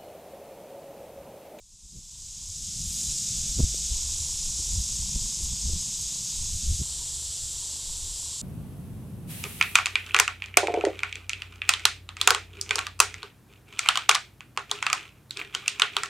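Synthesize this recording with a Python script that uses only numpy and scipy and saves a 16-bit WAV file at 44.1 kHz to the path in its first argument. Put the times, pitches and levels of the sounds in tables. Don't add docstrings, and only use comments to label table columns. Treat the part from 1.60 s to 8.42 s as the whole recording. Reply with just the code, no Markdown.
import sys
import numpy as np
from scipy import signal
from scipy.fft import rfft, irfft
from scipy.io import wavfile
from scipy.ndimage import uniform_filter1d

SR = 44100
rng = np.random.default_rng(int(sys.argv[2]) if len(sys.argv) > 2 else 0)


def transcribe(signal):
    frames = np.atleast_2d(signal).T
    limited = np.clip(frames, -1, 1)
    pcm = np.round(limited * 32767).astype(np.int16)
    wavfile.write(sys.argv[1], SR, pcm)


N = 300556
T = np.arange(N) / SR
MOVE_S = 5.225
AT_FIRST_PLACE = T < MOVE_S
FIRST_PLACE_FADE = np.clip((MOVE_S + 0.024 - T) / 0.041, 0, 1)

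# time_s, gain_db
FADE_IN = [(0, -28), (.38, -18.5), (.6, -14), (.85, -10.5), (1.07, -7), (1.25, -5), (1.4, -2.5)]
# frequency_hz, level_db
FIRST_HISS = [(1120, -32.5), (1900, -30.5), (2590, -18), (2800, -17.5), (3580, -8.5), (4200, -10),
              (5190, -6.5), (5920, -6), (6520, -1), (7000, -3), (7780, -3.5), (8350, -5.5), (9040, -11.5),
              (9960, -11.5), (15600, -22)]


def from_db(db):
    return 10 ** (np.asarray(db) / 20)


def rms_one(x):
    return x / np.sqrt(np.mean(x ** 2) + 1e-20)


def in_time(rows):
    times, *columns = np.transpose(rows)
    return [np.interp(T, times, column) for column in columns]


def noise(spectrum, low_hz=10, high_hz=20000):
    hz, points = np.fft.rfftfreq(N, 1 / SR) + .1, np.array(spectrum)
    colour = from_db(np.interp(np.log(hz), np.log(points[:, 0]), points[:, 1]))
    edge_loss = np.sqrt((1 + (low_hz / hz) ** 24) * (1 + (hz / high_hz) ** 24))
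    return rms_one(irfft(rfft(rng.standard_normal(N)) * colour / edge_loss, N))


def drift(rate_hz):
    lowpass = signal.butter(2, rate_hz, fs=SR, output="sos")
    return rms_one(signal.sosfilt(lowpass, rng.standard_normal(N + SR))[SR:])


def evened(x, share):
    envelope = uniform_filter1d(np.abs(signal.hilbert(x)), size=441)
    return rms_one(x / (envelope + 0.23) ** share)


def ring(clicks, hz, t60_s):
    decay, angle = from_db(-60 / (t60_s * SR)), 2 * np.pi * hz / SR
    return signal.lfilter([0, np.sin(angle)], [1, -2 * decay * np.cos(angle), decay ** 2], clicks + 1e-18)


def body(drive, modes):
    out = 0
    for k, (hz, width_hz, db) in enumerate(modes):
        t60_s = np.log(1000) / (np.pi * width_hz)
        out += (-1) ** k * from_db(db) * rms_one(ring(ring(drive, hz, t60_s), hz, t60_s))
    return rms_one(out)


def pulses(rate_hz, jitter_s):
    at = np.flatnonzero(np.diff(np.floor(np.cumsum(rate_hz) / SR)))
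    slip = np.round(jitter_s * SR * rng.standard_normal(N)[at]).astype(int)
    clicks = np.zeros(N)
    clicks[np.clip(at + slip, 0, N - 1)] = 1
    return clicks


def echoed(x):
    # delay_s, gain_db
    echoes = [(.0021, -8.5), (.0047, 0.5), (0.0102, -32), (.0190, -24)]
    return rms_one(x + sum(from_db(db) * np.roll(x, round(delay_s * SR)) for delay_s, db in echoes))


def far_cicadas():
    # frequency_hz, level_db
    second_hiss = [(1120, -32), (1900, -31), (2540, -23.5), (2700, -19.5), (3340, -11), (4750, -7),
                   (5420, -7.5), (5920, -7), (6410, -5.5), (7000, -5), (7510, -1.5), (7920, -0.5),
                   (9360, -15.5), (14800, -22), (15600, -23)]
    skirt_db = np.where(AT_FIRST_PLACE, -13.5, -10)
    top_db = np.where(AT_FIRST_PLACE, -20, -19) + .8 * drift(30)
    out = np.zeros(N)
    for low_hz, high_hz, db in [(10, 4310, skirt_db), (4490, 8780, -0.33), (9900, 19400, top_db)]:
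        gain = from_db(db + .5 * drift(9.7))
        first, second = noise(FIRST_HISS, low_hz, high_hz), noise(second_hiss, low_hz, high_hz)
        out += gain * np.where(AT_FIRST_PLACE, first, second)
    return out + from_db(-11) * ~AT_FIRST_PLACE * noise(second_hiss, 9270, 10650)


def near_cicada():
    # time_s, click_rate_hz, throb_rate_hz
    pace = [(0, 363.7, 46.8), (2.3, 363, 47), (3.1, 361.5, 47.2), (3.7, 357, 47.6), (4.3, 349, 47.4),
            (4.8, 339, 46), (5.2, 332, 45.5)]
    # time_s, level_db
    levels = [(0, -9), (1.2, -7), (2.5, -8), (3.4, -6), (4.0, -11.5), (4.5, -10), (5.2, -20)]
    # pitch_hz, width_hz, level_db
    modes = [(5370, 590, 4), (5850, 140, 2), (6650, 790, -9), (7200, 840, 10.5)]
    click_hz, throb_hz = in_time(pace)
    throb = (.5 + .5 * np.cos(2 * np.pi * np.cumsum(throb_hz) / SR)) ** 4.3 + 0.042
    clicks = pulses(click_hz * (1 + .001 * drift(4)), jitter_s=.000012)
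    clicks *= throb * (1 + 0.13 * rng.standard_normal(N))
    return from_db(in_time(levels)[0]) * echoed(body(clicks, modes))


def second_cicada():
    # pitch_hz, width_hz, level_db
    modes = [(5750, 500, -5), (7080, 360, 2.5), (7470, 210, -0.5), (8330, 560, -4), (9220, 330, -4.5),
             (10500, 900, -25)]
    click_hz, right_lag_s = 185.5, 0.0029
    left = pulses(click_hz * (1 + .0006 * drift(2.2)), jitter_s=.00001)
    left *= 1 + 0.15 * rng.standard_normal(N)
    right = 0.46 * np.roll(left, round(right_lag_s * SR))
    return from_db(-4.5 + 1.2 * drift(0.52)) * echoed(body(left + right, modes))


def chorus():
    # time_s, level_db
    levels = [
        [(0, -30), (1.4, -29.5), (1.67, -28.5), (2.25, -29), (3.2, -29.5), (4.8, -30), (5.2, -30)],
        [(5.24, -33), (6.8, -33.5)],
    ]
    gain = from_db(in_time(sum(levels, []))[0] + in_time(FADE_IN)[0])
    hiss = far_cicadas()
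    singer = np.where(AT_FIRST_PLACE, near_cicada(), second_cicada())
    return gain * (hiss + singer + cricket() + air_murmur())


def wind_strength():
    # time_s, rumble_db, flutter_db
    breeze = [
        [(0, -66, -75), (.56, -61, -65.5), (.65, -50.5, -60), (.9, -52, -59), (1.1, -48, -50),
         (1.65, -51, -46.5), (1.85, -40.5, -46), (2.2, -43, -51.5), (2.7, -42, -55), (3.3, -48, -51),
         (3.5, -40.5, -44), (3.73, -57, -49), (3.8, -44, -49), (4.0, -51.5, -49), (4.15, -40.5, -47),
         (4.24, -52, -50), (4.6, -56, -51.5), (4.8, -50, -49), (5.2, -42.5, -51)],
        [(5.25, -51, -58), (5.6, -52, -65), (6.05, -56, -65), (6.5, -53, -66), (6.8, -56, -56)],
    ]
    # centre_s, length_s, heave_db, rumble_db, flutter_db
    gusts = [(0.14, 0.03, -55, -64, -64), (0.254, 0.027, -51, -47.5, -58), (0.371, 0.053, -48, -45.5, -46),
             (0.612, 0.037, -51, -58, -57), (0.882, 0.084, -60, -42.5, -61),
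             (1.278, 0.056, -37, -33.5, -56), (1.804, 0.067, -39, -44, -53), (2.004, .035, -38, -22, -32.5),
             (2.04, 0.019, -20, -15.5, -30.5), (2.087, 0.037, -35, -40, -50), (2.321, 0.025, -35, -33, -52),
             (2.346, 0.033, -45, -42, -50), (2.512, 0.03, -38, -37, -55), (2.91, 0.022, -47, -40, -59),
             (2.998, 0.022, -37, -38, -42), (3.173, 0.065, -32, -28, -43.5),
             (3.565, 0.016, -46, -25.5, -42), (3.647, .045, -30, -39, -45), (3.862, 0.074, -32, -35, -51),
             (3.934, 0.02, -37, -36, -43.5), (4.077, 0.054, -33.5, -32, -44),
             (4.151, 0.057, -35, -34, -41.5), (4.422, 0.038, -54, -40.5, -49.5),
             (4.824, 0.071, -35, -40.5, -53), (4.956, 0.051, -36, -32, -54),
             (5.115, 0.072, -28, -26, -41.5), (5.213, 0.019, -34, -25, -30),
             (5.397, 0.028, -43, -45, -55.5), (5.845, 0.039, -49, -48, -61),
             (6.298, 0.054, -37.5, -61, -56), (6.468, 0.17, -42, -43.5, -57)]
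    eddy_db, eddy_hz = 4, 8.8
    rise, fall = 0.99, 0.65
    low_db, breeze_flutter_db = in_time(sum(breeze, []))
    steady_db = [low_db, low_db, breeze_flutter_db, -64 + in_time(FADE_IN)[0]]
    eddies_db = [share * eddy_db * drift(eddy_hz) for share in (1.2, 0.9, 0.37, .6)]
    power = from_db(np.add(steady_db, eddies_db)) ** 2
    for centre_s, length_s, heave_db, rumble_db, flutter_db in gusts:
        span = slice(max(round((centre_s - 2 * length_s) * SR), 0), round((centre_s + 2 * length_s) * SR))
        age_s = T[span] - centre_s
        half_width_s = length_s / 2 * np.where(age_s < 0, rise, fall)
        fade_db = np.interp(centre_s, *np.transpose(FADE_IN))
        buffet_db = 1.07 * (flutter_db - fade_db + 16.5) - 31.5 + fade_db
        peak_power = from_db([heave_db, rumble_db, flutter_db, buffet_db]) ** 2
        power[:, span] += peak_power[:, None] * .5 ** ((age_s / half_width_s) ** 2)
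    return np.sqrt(power)


def wind():
    # frequency_hz, level_db
    colour = [(7.1, -34), (12, 4), (54, 3), (71, -3), (160, -17), (210, -43), (350, -120)]
    gains = wind_strength()
    lumps = from_db(1.43 * drift(14.7))
    heave = evened(noise(colour, high_hz=48), share=.6)
    rumble = evened(noise(colour, 48, 110), share=.6)
    first_flutter = noise([(100, 2), (240, -7.5), (500, -23)], 111, 228.7)
    second_flutter = noise([(100, 4.5), (170, -3.5), (300, -22)], 105, 200)
    flutter = FIRST_PLACE_FADE * first_flutter + (1 - FIRST_PLACE_FADE) * second_flutter
    flutter = evened(flutter, share=0.094)
    buffet = evened(noise([(260, -1), (450, -13.5), (700, -32.5), (1500, -36)], low_hz=271.5), share=0.14)
    return np.sum(gains * [heave, lumps * rumble, lumps * flutter, buffet], axis=0)


def thumps():
    # centre_s, level_db, pitch_hz, t60_s
    hits = [(1.988, -34, 345, 0.025), (1.996, -22, 228, 0.024), (2.004, -13.5, 150, 0.023),
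            (2.022, -46, 533, 0.014), (2.032, -13, 55, 0.035), (2.145, -43.5, 572, 0.014),
            (2.311, -31, 70, 0.034), (2.876, -51.5, 300, .03), (3.002, -41.5, 354, 0.023),
            (3.08, -49, 350, .022), (3.562, -42, 330, 0.021), (3.807, -44, 330, 0.028),
            (4.096, -43, 334, 0.056), (4.133, -46, 315, .04), (5.112, -42, 300, 0.031),
            (5.203, -46, 290, 0.059)]
    puff = noise([(200, 6.5), (550, 4), (800, -14), (1500, -17.5), (2500, -69)], low_hz=202)
    out, attack_s = np.zeros(N), 0.014
    for centre_s, db, hz, t60_s in hits:
        span = slice(round((centre_s - .05) * SR), round((centre_s + .15) * SR))
        age_s = T[span] - centre_s
        envelope = from_db(db - 60 * np.where(age_s < 0, -age_s / attack_s, age_s / t60_s))
        puff_gain = 1.12 * min(hz / 500, 1) ** 1.88
        out[span] += envelope * (np.sin(2 * np.pi * hz * age_s) + puff_gain * puff[span])
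    return out


def katydid():
    # time_s, level_db
    levels = [(0, -43), (.6, -47.5), (1.1, -44.5), (1.37, -40), (1.78, -47), (2.45, -47.5), (2.6, -43),
              (3.63, -46), (3.85, -42.5), (3.88, -52), (4.8, -48), (5.2, -43.5)]
    # centre_s, level_db
    ticks = [(3.064, -42.5), (3.838, -40), (4.012, -43), (4.212, -38), (4.315, -50), (4.413, -39),
             (4.524, -39), (4.640, -39), (4.760, -42)]
    # pitch_hz, width_hz, level_db
    wing_modes = [(9550, 790, 3), (10700, 1100, -8), (11550, 1000, -4)]
    stroke_hz, tick_t60_s = 111, 0.056
    strokes = 1 + 0.45 * np.cos(2 * np.pi * stroke_hz * T)
    gain = from_db(in_time(levels)[0] + in_time(FADE_IN)[0]) * AT_FIRST_PLACE
    rasp = gain * strokes * noise(FIRST_HISS, 9020, 10640)
    tick_envelope = sum((T >= s) * from_db(db - 60 * np.abs(T - s) / tick_t60_s) for s, db in ticks)
    return rasp + tick_envelope * body(rng.standard_normal(N), wing_modes)


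def arrow_swish():
    centre_s, half_length_s, level_db = 1.36, 0.12, -50
    envelope = from_db(level_db) * np.exp(-((T - centre_s) / half_length_s) ** 2)
    return envelope * noise([(9000, -8), (12000, 0), (15500, -4)], low_hz=9500)


def lens_motor():
    # start_s, end_s, start_db, end_db
    runs = [(0, .9, -84, -67), (2.31, 4.92, -59, -60.5), (5.224, 5.65, -59, -60.5),
            (5.93, 6.82, -57.5, -60)]
    # pitch_hz, level_db, t60_s
    modes = [(962, 7, 0.042), (1060, 4.5, 0.045), (757, 0, 0.037), (1180, -20, 0.03)]
    # time_s, peak_db, t60_s
    whines = [(2.369, -57, 0.084), (2.488, -57, 0.11), (5.408, -51.5, 0.068), (6.016, -60, 0.15),
              (6.341, -58, 0.1)]
    step_hz, first_step_s, gear_play_s = 29.97, .0197, 0.00011
    at = (np.arange(first_step_s, N / SR, 1 / step_hz) * SR).astype(int)
    at = np.minimum(at + np.round(rng.normal(0, gear_play_s * SR, len(at))).astype(int), N - 1)
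    gain = sum(from_db(np.interp(T[at], [on, off], ramp_db, -200, -200)) for on, off, *ramp_db in runs)
    scatter_db = rng.normal(0, 2.2, (len(at), len(modes)))
    out = np.zeros(N)
    for k, (hz, db, t60_s) in enumerate(modes):
        clicks = np.zeros(N)
        clicks[at] = gain * from_db(db + scatter_db[:, k])
        push = np.hanning(130) / 65 * np.sin(2 * np.pi * hz * np.arange(130) / SR)
        out += ring(2 * np.convolve(clicks, push)[40:N + 40], hz, t60_s)
    for time_s, db, t60_s in whines:
        out += from_db(db - 60 * np.abs(T - time_s - .01) / t60_s) * np.sin(2 * np.pi * modes[0][0] * T)
    return out


def far_machinery():
    turn_hz, fade_db_per_s = 24.6, 2.5
    turns = np.cumsum(turn_hz * (1 + .004 * drift(1.4))) / SR
    drone = np.zeros(N)
    for harmonic, db in [(3, -48.5), (4, -63), (5, -54.5), (6, -58.5)]:
        drone += from_db(db + 2.5 * drift(2.5)) * np.sin(2 * np.pi * (harmonic * turns + rng.random()))
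    return (1 - FIRST_PLACE_FADE) * from_db(-fade_db_per_s * (T - MOVE_S)) * drone


def cricket():
    pitch_hz, width_hz = 3958, 22
    return from_db(-25) * AT_FIRST_PLACE * body(rng.standard_normal(N), [(pitch_hz, width_hz, 0)])


def air_murmur():
    # frequency_hz, level_db
    colour = [(120, -47), (200, 3.5), (273, -9), (310, -10), (455, -2), (654, -5), (2400, -14), (3120, -41),
              (5280, -120)]
    return from_db(np.where(AT_FIRST_PLACE, -32.5, -26.5) + 1.2 * drift(28)) * noise(colour)


def scene():
    mix = chorus() + katydid() + arrow_swish() + wind() + far_machinery() + thumps() + lens_motor()
    return np.tile(mix, (2, 1))


def record(dry):
    stopband_hz = 15850
    return signal.sosfilt(signal.cheby2(14, 60, stopband_hz, fs=SR, output="sos"), dry)


dry = scene()
out = record(dry)
transcribe(out)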